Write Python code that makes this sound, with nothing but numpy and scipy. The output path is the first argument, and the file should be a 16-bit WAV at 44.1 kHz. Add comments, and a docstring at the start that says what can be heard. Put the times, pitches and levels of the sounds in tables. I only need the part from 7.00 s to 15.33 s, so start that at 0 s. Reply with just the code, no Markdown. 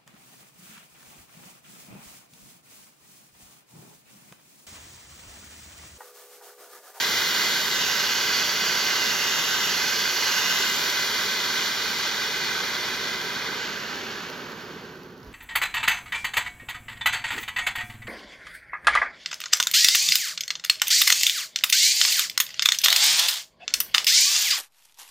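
"""The jet of a ground firework fountain hisses near full pressure for about four seconds, then weakens and dulls.
It is filtered noise that follows the gas pressure, with a short echo from the ground.
Sparks sizzle above it as random clicks, a low noise band is the roar of the flame, and noise bursts are
late pops and soft bumps. A phone hears it a few metres away: its two microphone ports, and the hand
shifting around them, colour the left and right channels."""
import sys
import numpy as np
from scipy import signal
from scipy.fft import rfft, irfft
from scipy.io import wavfile
from scipy.ndimage import uniform_filter1d

SR = 44100
rng = np.random.default_rng(int(sys.argv[2]) if len(sys.argv) > 2 else 0)


def transcribe(u):
    """Save the signal u as a 16-bit wav file named by the first command-line argument.

    u: samples, shape (n,) or (channels, n), limited to [-1, 1]; the rate is SR.
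    q: integer samples, one column per channel.
    """
    v = np.clip(np.atleast_2d(u).T, -1, 1)
    q = np.round(v * 32767).astype(np.int16)
    wavfile.write(sys.argv[1], SR, q)


N = 367347
TIME = np.arange(N) / SR  # seconds
BINS = np.arange(N // 2 + 1) * SR / N  # Hz, for filters over the whole sound


def undb(db):
    """Turn decibels into gain."""
    return 10 ** (np.asarray(db) / 20)


def contour(points, hz=BINS):
    """Join points with straight lines, with frequency on a logarithmic scale."""
    point_hz, value = np.transpose(points)
    return np.interp(np.log(hz + 1), np.log(point_hz), value)


def bell(hz, centre_hz, width_hz):
    """Give the shape of a resonance: 1 at its centre, half as high at half its width away."""
    return 1 / (1 + (2 * (hz - centre_hz) / width_hz) ** 2)


def filtered(x, gain):
    """Apply a steady filter, given by its gain at every frequency."""
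    return irfft(rfft(x) * gain, N)


def moving_filter(x, gain_at, size=2048):
    """Filter short overlapping slices, with a gain that depends on frequency and time."""
    hz, s, frames = signal.stft(x, SR, nperseg=size)
    changed = frames * gain_at(hz[:, None], s)
    return signal.istft(changed, SR, nperseg=size)[1][..., :N]


def walk(rate):
    """Wander smoothly around 0, typically by about 0.5, with rate new random values per second."""
    hold = max(int(SR / rate), 2)  # samples
    steps = np.repeat(rng.standard_normal(N // hold + 1), hold)
    smooth = uniform_filter1d(uniform_filter1d(steps, hold), hold)
    return 0.65 * smooth[:N]


def burst(start, decay_s):
    """Jump up at the start and die away."""
    return (TIME >= start) * np.exp(-np.abs(TIME - start) / decay_s)


def at_ports(pair, focus):
    """Mix two unrelated signals into left and right; a compact source (focus 1) is most alike in both."""
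    # Each row: frequency in Hz, likeness of left and right from 0 to 1 before focus scales it.
    likeness_points = [(50, 0.93), (200, .99), (1000, 1), (1700, 0.93), (3000, 0.9), (4500, 0.89),
                       (7200, 0.86), (10000, 0.8), (15000, 0.86)]
    left_lead_s = 1.3e-5  # the sound reaches the left port slightly sooner
    likeness = np.clip(contour(likeness_points) * focus, 0, .999)
    shares = np.sqrt([(1 + likeness) / 2, (1 - likeness) / 2])
    mid, side = rfft(pair) * shares
    turn = np.exp(1j * np.pi * BINS * left_lead_s)  # half of the lead on each side
    return irfft(np.array([(mid + side) * turn, (mid - side) / turn]), N)


def pressure(s):
    """Gas pressure holds near 1, then falls evenly to a last trickle, with surges and sags on the way."""
    # The charge burns unevenly.
    # Each row: time in seconds, half width in seconds, rise as a share of the pressure.
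    surges = [(.2, 0.74, 0.13), (3.6, 0.35, 0.24), (6.57, 0.11, 0.074), (7.1, 0.097, 0.074),
              (7.45, 0.16, -0.062), (7.95, .1, 0.0063)]
    fade_s, spent_s, last_pressure = 3.15, 8.62, 0.085
    falling = np.clip((spent_s - s) / (spent_s - fade_s), last_pressure, 1)
    uneven = sum(rise * np.exp(-((s - at) / width) ** 2) for at, width, rise in surges)
    return falling * (1 + uneven)


def spread(s):
    """The weakened jet spreads out, from 0 to 1."""
    spreads_s, spreading_s = 6.65, 0.32  # when it begins and how long it takes
    return np.clip((s - spreads_s) / spreading_s, 0, 1)


def bumps(width_hz=85, decay_s=.03):
    """Soft low bumps near the end: narrow bands of noise that die away quickly."""
    # Each row: start in seconds, level in dB at the start, centre frequency in Hz.
    bump_table = [(8.232, -40, 150), (8.266, -41, 62)]
    out = 0
    for start, db, centre_hz in bump_table:
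        thud = filtered(rng.standard_normal(N), bell(BINS, centre_hz, width_hz))
        out = out + undb(db) * burst(start, decay_s) * thud / thud.std()
    return out


def pops(gain_db=-7, decay_s=.0012):
    """Larger single sparks burst with a short dry snap once the hiss has thinned."""
    # Each row: start in seconds, level in dB before the shared gain and colouring.
    pop_table = [(6.9574, -23), (7.3004, -25), (7.3784, -31), (7.5194, -31), (7.6258, -37), (7.8514, -36),
                 (8.0336, -36), (8.1027, -45), (8.1224, -42), (8.1784, -42), (8.2015, -42), (8.2307, -41),
                 (8.2469, -40), (8.2738, -41)]
    # Each row: frequency in Hz, gain in dB.
    pop_colour = [(300, -12), (2000, -6), (5000, 5), (8500, -12), (11500, -6), (15500, -1)]
    snaps = sum(undb(db + gain_db) * burst(s, decay_s) for s, db in pop_table)
    noise = snaps * rng.standard_normal((2, N))
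    return at_ports(filtered(noise, undb(contour(pop_colour))), .7)


def roar():
    """The flame roars low and surges a little; as it gutters, the upper part fades first."""
    # Spectrum of the roar. Each row: frequency in Hz, gain in dB.
    roar_colour = [(40, -41.5), (80, -34.5), (130, -30), (170, -26), (240, -24), (315, -28), (385, -20.7),
                   (450, -22.5), (525, -30), (700, -36), (950, -33), (1500, -31.5), (2400, -72)]
    roar_db, surge_db = 0.37, 0.7
    gutters_s, gutter_db_per_s, gutter_hz = 7.53, 15.5, 330  # the fade rate is approached above gutter_hz

    def gutter(hz, s):
        fade_db = gutter_db_per_s * np.maximum(s - gutters_s, 0)
        upper_share = hz ** 2 / (hz ** 2 + gutter_hz ** 2)
        return undb(-fade_db * upper_share)

    flame = rng.standard_normal((2, N)) * undb(roar_db + surge_db * walk(10))
    coloured = filtered(flame, undb(contour(roar_colour)))
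    return at_ports(moving_filter(coloured, gutter), 0.98)


def grains(rate):
    """Two trains of tiny clicks of random size, rate per second, each of unit power."""
    chance = np.clip(rate / SR, 1e-4, 1)  # of a click at each sample
    clicks = (rng.random((2, N)) < chance) * rng.standard_normal((2, N))
    return clicks / np.sqrt(chance)


def sparks(pressure_db):
    """Burning metal grains sizzle in flurries along the plume; fewer fly as the charge runs out."""
    # Spectrum of the sizzle. Each row: frequency in Hz, gain in dB.
    spark_colour = [(800.0, -56), (2500.0, -56), (6000.0, -38.5), (9000.0, -52), (11500.0, -36),
                    (15500.0, -39)]
    full_db, power, last_db = 3.5, 1.46, -25  # a few sparks still fly at the very end
    rate_at_0_db, thinning, flurry_db = 24000, .7, 1.0  # clicks per second; dB of rate per dB of level
    spark_db = np.maximum(full_db + power * pressure_db, last_db)
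    clicks = grains(rate_at_0_db * undb(thinning * spark_db))
    sizzle = clicks * undb(spark_db + flurry_db * walk(70))
    return at_ports(filtered(sizzle, undb(contour(spark_colour))), 1.0)


def jet(pressure_db):
    """Turbulent gas leaves the nozzle; the slower it flows, the quieter and duller its hiss."""
    # Spectrum of the jet. Each row: frequency in Hz, gain in dB.
    jet_colour = [(150.0, -50), (570.0, -26.5), (690.0, -23), (950.0, -21), (1300.0, -18), (1800.0, -18),
                  (3000.0, -17.5), (4500.0, -20.5), (6500.0, -24.5), (7700.0, -28), (9500.0, -38),
                  (11500.0, -46), (15500.0, -45.4)]
    full_db, power = -0.43, 0.46
    corner_hz, corner_power = 12900, 1.57  # above this corner the hiss falls off; it sinks with pressure
    flutter_db, sputter_db = 0.8, 0.9  # slow and fast random level changes
    echo_share, echo_lag_s, echo_top_hz = 0.12, 0.00199, 2930

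    def dulling(hz, s):
        corner = corner_hz * pressure(s) ** corner_power
        return 1 / np.sqrt(1 + (hz / corner) ** 2)

    level_db = full_db + power * pressure_db + flutter_db * walk(14) + sputter_db * walk(130)
    gas = rng.standard_normal((2, N)) * undb(level_db)
    # The bounce off the soil comes 2 ms late, loses treble and vanishes as the jet spreads out.
    bounce = np.exp(-2j * np.pi * BINS * echo_lag_s) / (1 + (BINS / echo_top_hz) ** 2)
    echo = echo_share * (1 - spread(TIME)) * filtered(gas, bounce)
    coloured = filtered(gas + echo, undb(contour(jet_colour)))
    return at_ports(moving_filter(coloured, dulling), 0.96)


def scene():
    """Jet and sparks follow the pressure; the roar lasts until the flame gutters."""
    pressure_db = 20 * np.log10(pressure(TIME))
    return bumps() + pops() + roar() + sparks(pressure_db) + jet(pressure_db)


def port(hz, s, resonances):
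    """Gain in dB of one port's peaks and dips, with those heard alike left and right."""
    # Peaks and dips heard alike left and right, from reflections nearby and the ports.
    # Each row: centre in Hz, width in Hz, height in dB before the flattening below.
    heard_alike = [(602, 26, 3.5), (683, 74, -5), (990, 42, 4), (1032, 16, -4), (1536, 35, 6.5),
                   (1835, 44, -8), (2060, 113, 3), (2490, 85, 3.5), (2710, 160, -2.5), (2850, 105, 3),
                   (3435, 110, 4), (8476, 720, -28.5)]
    blur, ripple_hz, ripple_width_hz = 0.59, 2450, 1400
    # As the jet spreads out, the peaks and dips flatten, most of all around ripple_hz.
    depth = 1 - blur * spread(s) * bell(hz, ripple_hz, ripple_width_hz)
    return depth * sum(db * bell(hz, centre_hz, width_hz)
                       for centre_hz, width_hz, db in [*resonances, *heard_alike])


def hollow(hz, grip, resonances):
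    """Gain in dB of the hollow of the hand: its peaks and notches slide as the grip changes."""
    total = 0
    for width_hz, *poses in resonances:
        centres, heights = poses[::2], poses[1::2]
        centre_hz = np.interp(grip, np.arange(len(centres)), centres)
        db = np.interp(grip, np.arange(len(heights)), heights)
        total = total + db * bell(hz, centre_hz, width_hz)
    return total


def ringing(gain):
    """Give gains (port, frequency, time) the phase of real resonances, which ring only after being struck."""
    cepstrum = irfft(np.log(gain), axis=1)
    half = cepstrum.shape[1] // 2
    phase = 2 * rfft(cepstrum[:, :half], 2 * half, axis=1).imag
    return gain * np.exp(1j * phase)


def ports(hz, s):
    """Response heard at the left and right ports, each with the hand around it."""
    # The hand around each end of the phone. Each row: time in seconds, grip at the left port,
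    # grip at the right port (0 open, 1 loose, 2 cupped, 3 tight).
    grip_table = [(0, 1.22, 1.22), (.68, 1.3, 1.25), (.84, 1.96, 2), (1, 2.95, 2.13), (1.17, 2.95, 2.9),
                  (1.8, 2.9, 2.9), (2.03, 3, 2), (2.3, 1.9, 1.96), (2.62, 1.82, 1.75), (2.82, 2.7, 3),
                  (3.15, 2.82, 3), (3.38, 2.26, 2.1), (3.55, 1.9, 1.96), (3.85, 1.2, 1.1), (6.35, 1, .95),
                  (6.52, 1.15, .85), (6.6, .2, .45), (6.95, 0, 0)]
    # Peaks and dips heard at one port. Each row: centre in Hz, width in Hz, height in dB before any flattening.
    left_port = [(1100, 970, -4.5), (1700, 80, 2.1), (3010, 330, 1.0), (3540, 210, 2.0), (4380, 220, 3.7),
                 (6820, 80, 1.9), (7300, 140, 1.0), (10860, 820, 1.8)]
    right_port = [(1588, 236, 6), (1850, 73, 0.5), (4290, 220, 5.5), (4710, 380, 3), (6080, 2200, 7.5),
                  (6200, 98, -8.5), (6620, 130, -3.5), (7030, 130, -1.5), (13630, 950, 3)]
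    # Resonances of the hollow of the hand. Each row: width in Hz, then centre in Hz and height in dB
    # for each of the four grips: open, loose, cupped, tight.
    left_hollow = [(630, 1320, -3, 1470, 0.5, 1450, 0.8, 1800, -1.7),
                   (150, 2050, -1, 2040, 3.4, 2090, 5.9, 2050, 4),
                   (400, 2440, -3, 2850, -14, 2210, -11.5, 2240, -3.5),
                   (940, 2300, 1.2, 3460, 2.5, 2920, 5.5, 2000, -0.5),
                   (220, 3200, 5, 3040, 3.5, 3000, -2, 2950, -0.5),
                   (140, 3300, -3.6, 3140, -0.7, 3490, -1, 3460, -2.3),
                   (140, 6900, 1, 6860, -4, 3870, -3.3, 3680, -8),
                   (170, 3600, -2.1, 4020, 4.5, 3950, 0.5, 4140, -2),
                   (690, 7310, -0.5, 6800, -0.5, 4490, -8, 3400, 3.5),
                   (480, 4900, 2.3, 4900, 1.8, 4700, -1, 4900, 3.7),
                   (2040, 6300, 3.5, 9200, 8.5, 6100, 5, 6100, 2.3)]
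    right_hollow = [(220, 1870, 5, 2030, 3, 2000, 4.5, 2070, 3),
                    (100, 2100, -5, 2220, -9.5, 2260, -13, 2200, -5),
                    (130, 2450, -4.5, 2620, -9.5, 2550, -13, 2660, -10),
                    (250, 3000, -0.5, 2840, -0.7, 2780, 7, 2900, 0),
                    (310, 3300, -6.5, 3620, -8.5, 3300, -11.5, 3690, -4.5),
                    (150, 3460, 2, 3760, 4, 3790, 6.5, 4100, -4.1),
                    (280, 4690, -0.5, 4770, 1, 4130, -3.4, 4710, 7),
                    (390, 5160, -3, 4960, -2.9, 6000, 1, 4880, -6),
                    (620, 5800, -0.5, 5600, -0.4, 5690, -0.4, 5900, 1.5)]
    # How far the left port lags at the centre of a notch, in radians: open, loose, cupped, tight.
    notch_lag = (0, 1.9, 0, 1.2)
    notch_hz, notch_width_hz = 2680, 110

    grip_s, left_column, right_column = np.transpose(grip_table)
    left_grip = np.interp(s, grip_s, left_column)
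    right_grip = np.interp(s, grip_s, right_column)
    left_db = port(hz, s, left_port) + hollow(hz, left_grip, left_hollow)
    right_db = port(hz, s, right_port) + hollow(hz, right_grip, right_hollow)
    left, right = ringing(undb([left_db, right_db]))
    lag = np.interp(left_grip, np.arange(len(notch_lag)), notch_lag) * bell(hz, notch_hz, notch_width_hz)
    return np.array([left * np.exp(-1j * lag), right])


def record(dry, low_cut_hz=42, top_hz=15800):
    """Ports, hand and nearby reflections colour the sound; the phone cuts the rumble and the very top."""
    coloured = moving_filter(dry, ports)
    rumble_cut = signal.butter(4, low_cut_hz, "high", fs=SR, output="sos")
    top_cut = signal.ellip(12, .1, 80, top_hz, fs=SR, output="sos")
    return signal.sosfilt(top_cut, signal.sosfilt(rumble_cut, coloured))


dry = scene()
out = record(dry)
transcribe(out)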